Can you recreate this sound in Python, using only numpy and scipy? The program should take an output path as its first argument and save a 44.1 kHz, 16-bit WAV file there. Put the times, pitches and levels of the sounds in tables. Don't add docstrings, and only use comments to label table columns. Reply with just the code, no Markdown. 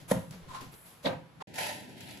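import sys
import numpy as np
from scipy import signal
from scipy.fft import rfft, irfft
from scipy.io import wavfile

SR = 44100
rng = np.random.default_rng(int(sys.argv[2]) if len(sys.argv) > 2 else 0)


def generate_wav(signal):
    frames = np.transpose(np.atleast_2d(signal))
    scaled = np.clip(frames, -1, 1) * 32767
    pcm = np.round(scaled).astype(np.int16)
    wavfile.write(sys.argv[1], SR, pcm)


N = 97020
T = np.arange(N) / SR
FFT_SIZE = 2 ** 17
HZ = np.maximum(np.arange(FFT_SIZE // 2 + 1) * SR / FFT_SIZE, 1)

# frequency in Hz, side level compared with mid in dB.
STEREO_WIDTH = [(60, -9), (160, -10.5), (400, -6.5), (800, -3), (2000, -2.5), (6000, -3.5), (12000, -0.5)]


def shovel():
    # pitch in Hz, level in dB, fade time in seconds.
    tones = [(205.6, 6, 0.15), (473, -28, 0.14), (523.2, 3.5, 0.43), (582, 6, 0.1), (639, -4, 0.27),
             (790, -9.5, .2), (875, -15, 0.32), (886, -16.5, .3), (979, -11, 0.64), (1869, -15.5, 0.14),
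             (3220, -26, 0.11)]
    # start in seconds, level in dB, rise and muffled fade in seconds, then in dB
    blows = [(.1128, -10, 0.0078, 0.017, -23.5, -5.5, -1), (1.045, -31, 0.0085, 0.047, -3, -43, -6),
             (1.0615, -23, 0.0039, 0.049, -19, -12, -25), (1.089, -33, 0.0041, 0.078, -10, -20, -2)]
    shaft_top_hz, blade_side_db = 300, -11
    drifts_hz = [10 * wander(rate=70) for _ in tones]
    out = np.zeros((2, N))
    for start, db, rise, muffled_fade, ring_db, shaft_db, pan_db in blows:
        age = np.maximum(T - start, 0)
        muffled = envelope(start, db, rise, 0, muffled_fade)
        pan = (amp(pan_db) - 1) / (amp(pan_db) + 1)
        for (hz, tone_db, fade), drift_hz in zip(tones, drifts_hz):
            is_shaft = hz < shaft_top_hz
            free = envelope(start, db + ring_db, rise, 0, fade)
            level = amp(tone_db + shaft_db * is_shaft) / 2 * (muffled + free)
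            phase = 2 * np.pi * (hz * age + np.cumsum(drift_hz * (T > start)) / SR)
            ring = -np.sin(phase)
            side = pan * ring + amp(blade_side_db) * (not is_shaft) * np.cos(phase)
            out += level * np.array([ring, side])
    return out


def crunch():
    # start in seconds, level in dB, then rise, hold and fade in seconds.
    cuts = [(0.076, -38.5, 0.031, .012, 0.053), (0.1102, -32, 0.0019, 0.006, 0.028),
            (0.124, -48, 0.0044, 0.0075, 0.63)]
    # frequency in Hz, level in dB.
    colour = [(300, -7), (800, -6.5), (1400, -6), (1850, -10.5), (2650, -13.5), (3300, -11.5),
              (4800, -18.5), (7100, -15), (8900, -9), (11100, -6), (15500, -20)]
    grit = grains(rate=4500, spread_db=2.5, hiss_db=-11)
    return diffuse(grit, amp(curve(colour))) * bursts(cuts)


def slaps():
    # start in seconds, level in dB, then rise, hold and fade in seconds.
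    splats = [(0.125, -43.5, 0.0065, 0.041, 0.095), (1.04, -37, 0.015, 0.01, 0.046),
              (1.0626, -27, 0.00018, 0.0072, 0.069), (1.089, -41.5, 0.0048, 0.043, 0.052)]
    # frequency in Hz, level in dB.
    colour = [(40, -61), (100, -13), (330, -4), (425, -13.5), (500, 0.5), (800, -5.5), (1100, -12.5),
              (1300, -14.5), (2150, -20), (2800, -23.5), (3900, -28), (5000, -37), (8000, -41),
              (11000, -37), (15000, -51)]
    spatter = grains(rate=1800, spread_db=1.5, hiss_db=-2.5)
    return diffuse(spatter, amp(curve(colour))) * bursts(splats)


def clacks():
    # start in seconds, level in dB, then rise, hold and fade in seconds.
    strikes = [(1.044, -44, 0.011, 0.0096, 0.042), (1.0565, -34.5, 0.00092, 0.0037, 0.0092),
               (1.0619, -33, 0.00028, 0.0007, 0.027), (1.071, -39.5, 0.00057, 0.0045, 0.075)]
    # pitch in Hz, width in Hz, level in dB.
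    blade_tones = [(2150, 170, -3), (3490, 270, -4), (3790, 700, 1), (4380, 480, -14)]
    return ringing_noise(blade_tones) * bursts(strikes)


def gulps():
    # start in seconds, level in dB, hold and fade in seconds, first and last pitch in Hz.
    low_tones = [(0.121, -34.5, 0.0057, 0.059, 218, 169), (0.159, -33.5, 0.022, 0.11, 185.5, 169),
                 (.256, -48.5, 0.012, 0.17, 187.6, 159), (0.291, -41, 0.014, 0.039, 159, 133),
                 (0.335, -47.5, 0.062, 0.18, 211.6, 163.2)]
    rise_s, sag_s, waver_hz = .01, .035, 9
    mid = np.zeros(N)
    for start, db, hold, fade, first_hz, last_hz in low_tones:
        sag = np.exp(-np.maximum(T - start, 0) / sag_s)
        hz = last_hz + (first_hz - last_hz) * sag + waver_hz * wander(rate=45)
        phase = 2 * np.pi * np.cumsum(hz * (T > start)) / SR
        mid += np.sqrt(2) * np.sin(phase) * envelope(start, db, rise_s, hold, fade)
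    return np.array([mid, np.zeros(N)])


def scrapes():
    # start in seconds, level in dB, rise, hold and fade in seconds,
    # treble tilt in dB per octave, squeal level in dB.
    drags = [(0.475, -55.5, 0.012, 0.045, 0.15, 2, -6), (0.501, -58, 0.013, 0.0092, 0.1, -2.5, 5),
             (0.532, -47.5, 0.016, 0.015, 0.33, 1, 0), (1.399, -42, 0.015, .012, 0.2, -3, -31)]
    # frequency in Hz, level in dB.
    colour = [(150, -25.5), (400, -3.5), (900, 5), (1300, 3), (2200, -8), (3800, -6), (6000, -14.5),
              (11000, -13.5), (15000, -31)]
    grit = grains(rate=2300, spread_db=2.5, hiss_db=-0.5)
    squeal = diffuse(grit, resonance(hz=1040, width_hz=70))
    out = np.zeros((2, N))
    for *burst, tilt, squeal_db in drags:
        rasp = diffuse(grit, tilted(colour, tilt))
        out += (rasp + amp(squeal_db) * squeal) * envelope(*burst)
    return out


def fizz():
    # start in seconds, level in dB, then rise, hold and fade in seconds.
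    partings = [(0.715, -55.5, 0.008, 0.13, 0.51), (0.852, -61, 0.0086, 0.026, 0.63)]
    # frequency in Hz, level in dB.
    colour = [(2000, -9), (6000, -21), (9000, -2), (11000, 0), (12500, -1), (15000, -13)]
    crackle = grains(rate=2500, spread_db=2.5, hiss_db=0)
    return diffuse(crackle, amp(curve(colour))) * bursts(partings)


def pour():
    # start in seconds, level in dB, then rise, hold and fade in seconds.
    slides = [(1.535, -50, 0.0041, 0.015, 0.079), (1.551, -43, 0.015, 0.011, 0.27),
              (1.576, -37.5, 0.01, 0.054, 0.48), (1.647, -44, 0.019, 0.021, 0.61)]
    trickles = [(1.887, -58.5, .005, 0.012, 0.41), (1.963, -56.5, 0.013, 0.016, 0.17),
                (2, -53, 0.012, 0.03, 0.34), (2.056, -52.5, 0.036, 0.022, 1)]
    # frequency in Hz, level in dB.
    slide_colour = [(180, -44), (300, -15.5), (590, 0), (950, 0.5), (1300, -12), (1700, -5.5), (2650, -6),
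                    (5350, -13), (7700, -15), (10800, -8), (12200, -13), (13000, -11), (15000, -46)]
    trickle_colour = [(300, -12.5), (800, 2.5), (1400, -6.5), (2400, 0.5), (4200, -2.5), (6000, -12.5),
                      (8000, -10), (11000, -3.5), (15000, -16)]
    # pitch in Hz, width in Hz, level in dB.
    bucket_tones = [(605.8, 9.2, 8), (870.4, 44, 2.5), (1847, 90, 1.5), (2023, 9.4, 7), (2612, 82, -1.5),
                    (3174, 25, -1.5), (3917, 68, -4), (4740, 200, -10.5)]
    grit = diffuse(grains(rate=4400, spread_db=1, hiss_db=-2), amp(curve(slide_colour)))
    lumps = diffuse(grains(rate=1200, spread_db=0, hiss_db=-1), amp(curve(trickle_colour)))
    stones = amp(-11.5) * pebbles(count=900)
    wall = amp(-6.5) * ringing_noise(bucket_tones)
    slip = unit(amp(1.2 * wander(rate=130)))
    return (grit * slip + wall) * bursts(slides) + (lumps + stones + amp(-9) * wall) * bursts(trickles)


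def pebbles(count, low_hz=1690, high_hz=4820, fade_s=0.012):
    out = np.zeros((2, N))
    age = np.arange(int(fade_s * SR)) / SR
    for when, pitch, size, place in rng.random((count, 4)):
        hz = low_hz * (high_hz / low_hz) ** pitch
        ping = size ** 2 * np.sin(2 * np.pi * hz * age) * decay(age, fade_s)
        start = int(when * (N - len(age)))
        direction = [np.cos(np.pi * place), np.sin(np.pi * place)]
        out[:, start:start + len(age)] += np.outer(direction, ping)
    return unit(out)


def snaps(begin, end):
    # start in seconds, level in dB.
    stones = [(0.3085, -45.5), (0.61, -47.5), (0.739, -55), (1.541, -44.5), (1.557, -41), (1.8925, -58),
              (2.006, -46), (2.109, -48), (2.172, -50)]
    clicks = grains(rate=5200, spread_db=0.5, hiss_db=-13.5)
    chips = diffuse(clicks, resonance(hz=3620, width_hz=33000))
    return chips * sum(envelope(start, db, rise=0.00073, hold=0.0013, fade=0.039)
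                       for start, db in stones if begin <= start < end)


def thuds():
    # start in seconds, level in dB, then rise, hold and fade in seconds.
    bumps = [(0, -53, 0.0066, 0.11, 0.47), (0.127, -37.5, 0.019, 0.04, 0.22),
             (0.255, -50.5, 0.021, .015, 0.67), (0.471, -51.5, 0.014, 0.21, 0.22),
             (0.854, -60.5, 0.0058, 0.0086, 0.14), (1.057, -41, 0.012, 0.017, 0.57),
             (1.345, -56, .01, 0.065, .2)]
    # frequency in Hz, level in dB.
    colour = [(35, -57), (68, -14), (105, -8.5), (160, -0.5), (210, -15.5), (300, -18.5), (600, -50)]
    return diffuse(noise(), amp(curve(colour))) * bursts(bumps)


def scuffs():
    # start in seconds, level in dB, rise, hold and fade in seconds, tilt in dB per octave.
    rubs = [(0, -54.5, 0.00057, 0.0092, 0.37, 0), (0.303, -64, 0.004, 0.0068, 0.048, -5),
            (0.315, -49.5, 0.007, 0.02, 0.44, -1), (0.41, -53.5, 0.027, 0.067, 0.21, -2.5),
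            (0.604, -47.5, 0.0048, 0.0088, 0.47, -0.5), (0.725, -52, 0.0087, 0.0081, 0.08, -2),
            (0.851, -59, 0.012, 0.026, 1, 1), (1.025, -49.5, 0.017, 0.039, 0.09, 0.5)]
    # frequency in Hz, level in dB.
    colour = [(200, 7), (550, 2.5), (1100, -2.5), (2000, -3.5), (4000, -5), (7500, -9.5), (11000, -5),
              (15000, -12)]
    grit = grains(rate=4200, spread_db=1, hiss_db=-3.5)
    return sum(diffuse(grit, tilted(colour, tilt)) * envelope(*burst) for *burst, tilt in rubs)


def room(sources, echo_db, delay_s=0.0042, build_s=0.0016):
    # frequency in Hz, fade time in seconds.
    fades = [(100, .5), (500, .3), (2000, .34), (6000, .29), (14000, .23)]
    age = np.maximum(T - delay_s, 0)
    hiss, tail = noise(), 0
    for hz, fade in fades:
        band = curve([(other_hz, other_hz == hz) for other_hz, _ in fades])
        tail = tail + shape(hiss, band) * decay(age, fade)
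    tail = unit(tail * (1 - np.exp(-age / build_s))) / np.sqrt(N)
    to_walls = sum(source[0] * amp(db) for source, db in zip(sources, echo_db))
    mid, side = shape(to_walls, rfft(tail, FFT_SIZE))
    return sum(sources) + np.array([mid, shape(side, amp(curve(STEREO_WIDTH)))])


def site_rumble():
    # frequency in Hz, level in dB.
    colour = [(25, -27), (60, -3), (150, 3), (300, -5), (550, -5.5), (1100, -7.5), (1700, -12),
              (3900, -18.5), (7000, -28.5), (11000, -21.5), (15000, -38)]
    return diffuse(noise(), amp(curve(colour))) * amp(-60.5)


def yard_rumble():
    # frequency in Hz, level in dB.
    colour = [(25, -44), (101, 1.5), (243, 1), (573, -12), (903, -13.5), (1210, -37), (1580, -18.5),
              (2560, -21), (7480, -32.5), (10600, -30.5), (15000, -42)]
    return diffuse(noise(), amp(curve(colour))) * amp(-50)


def grains(rate, spread_db, hiss_db):
    hits = rng.random((2, N)) < rate / SR
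    signs = np.sign(noise())
    sizes = amp(spread_db * np.minimum(rng.exponential(size=(2, N)), 4))
    return unit(hits * signs * sizes) + amp(hiss_db) * noise()


def noise():
    return rng.standard_normal((2, N))


def ringing_noise(tones):
    return diffuse(noise(), sum(amp(db) * resonance(hz, width) ** 2 for hz, width, db in tones))


def wander(rate):
    return unit(shape(rng.standard_normal(N), np.exp(-(2 * HZ / rate) ** 2)))


def decay(age, fade):
    return np.exp(-np.log(1000) * age / fade)


def envelope(start, db, rise, hold, fade):
    age = T - start
    return amp(db) * np.clip(age / rise, 0, 1) * decay(np.maximum(age - rise - hold, 0), fade)


def bursts(rows):
    return sum(envelope(*row) for row in rows)


def amp(db):
    return 10 ** (np.asarray(db) / 20)


def unit(x):
    return x / np.sqrt(np.mean(x ** 2))


def curve(points):
    hz, value = np.array(points, float).T
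    return np.interp(np.log(HZ), np.log(np.sort(hz)), value)


def tilted(colour, db_per_octave):
    return amp(curve(colour) + db_per_octave * np.log2(HZ))


def resonance(hz, width_hz):
    return 1 / (1 + 1j * (HZ ** 2 - hz ** 2) / (HZ * width_hz))


def shape(x, gain):
    return irfft(rfft(x, FFT_SIZE) * gain, FFT_SIZE)[..., :N]


def diffuse(pair, gain):
    width = np.array([np.ones(len(HZ)), amp(curve(STEREO_WIDTH))])
    wide = shape(pair, gain * width)
    return wide / np.sqrt(np.mean(wide[0] ** 2))


def hollow(x, depth_db, hz=1144, width_hz=74):
    return shape(x, amp(depth_db * np.exp(-((HZ - hz) / width_hz) ** 2)))


def scene():
    heap_end_s, yard_start_s, ramp_s = 1.426, 1.471, .002
    sources = [shovel(), crunch(), slaps(), clacks(),
               thuds() + scuffs() + scrapes() + fizz() + snaps(0, heap_end_s)]
    heap = room(sources, echo_db=[-11.5, -9, -5, -15, -12]) + gulps() + site_rumble()
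    bucket = room([pour() + snaps(yard_start_s, T[-1])], echo_db=[-10])
    yard = hollow(bucket, depth_db=-31) + hollow(yard_rumble(), depth_db=-12)
    heap *= np.clip((heap_end_s - T) / ramp_s, 0, 1)
    yard *= np.clip((T - yard_start_s) / ramp_s, 0, 1)
    mid, side = heap + yard
    return np.array([mid + side, mid - side])


def record(dry, top_hz=15800):
    # frequency in Hz, gain in dB.
    mid_colour = [(7800, -1), (8350, -6.5), (8750, -16), (9250, -19.5), (9700, -5.5), (10800, -3),
                  (12300, -4), (13250, -27), (14200, -3), (15500, -20)]
    side_colour = [(5000, 0.5), (6700, -0.5), (8000, -4), (9300, 1.5), (11100, -13.5), (12500, -3),
                   (14000, -5.5)]
    left, right = dry
    mid = shape((left + right) / 2, amp(curve(mid_colour)))
    side = shape((left - right) / 2, amp(curve(side_colour)))
    low_pass = signal.ellip(10, .2, 80, top_hz, fs=SR, output="sos")
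    return signal.sosfilt(low_pass, np.array([mid + side, mid - side]))


dry = scene()
out = record(dry)
generate_wav(out)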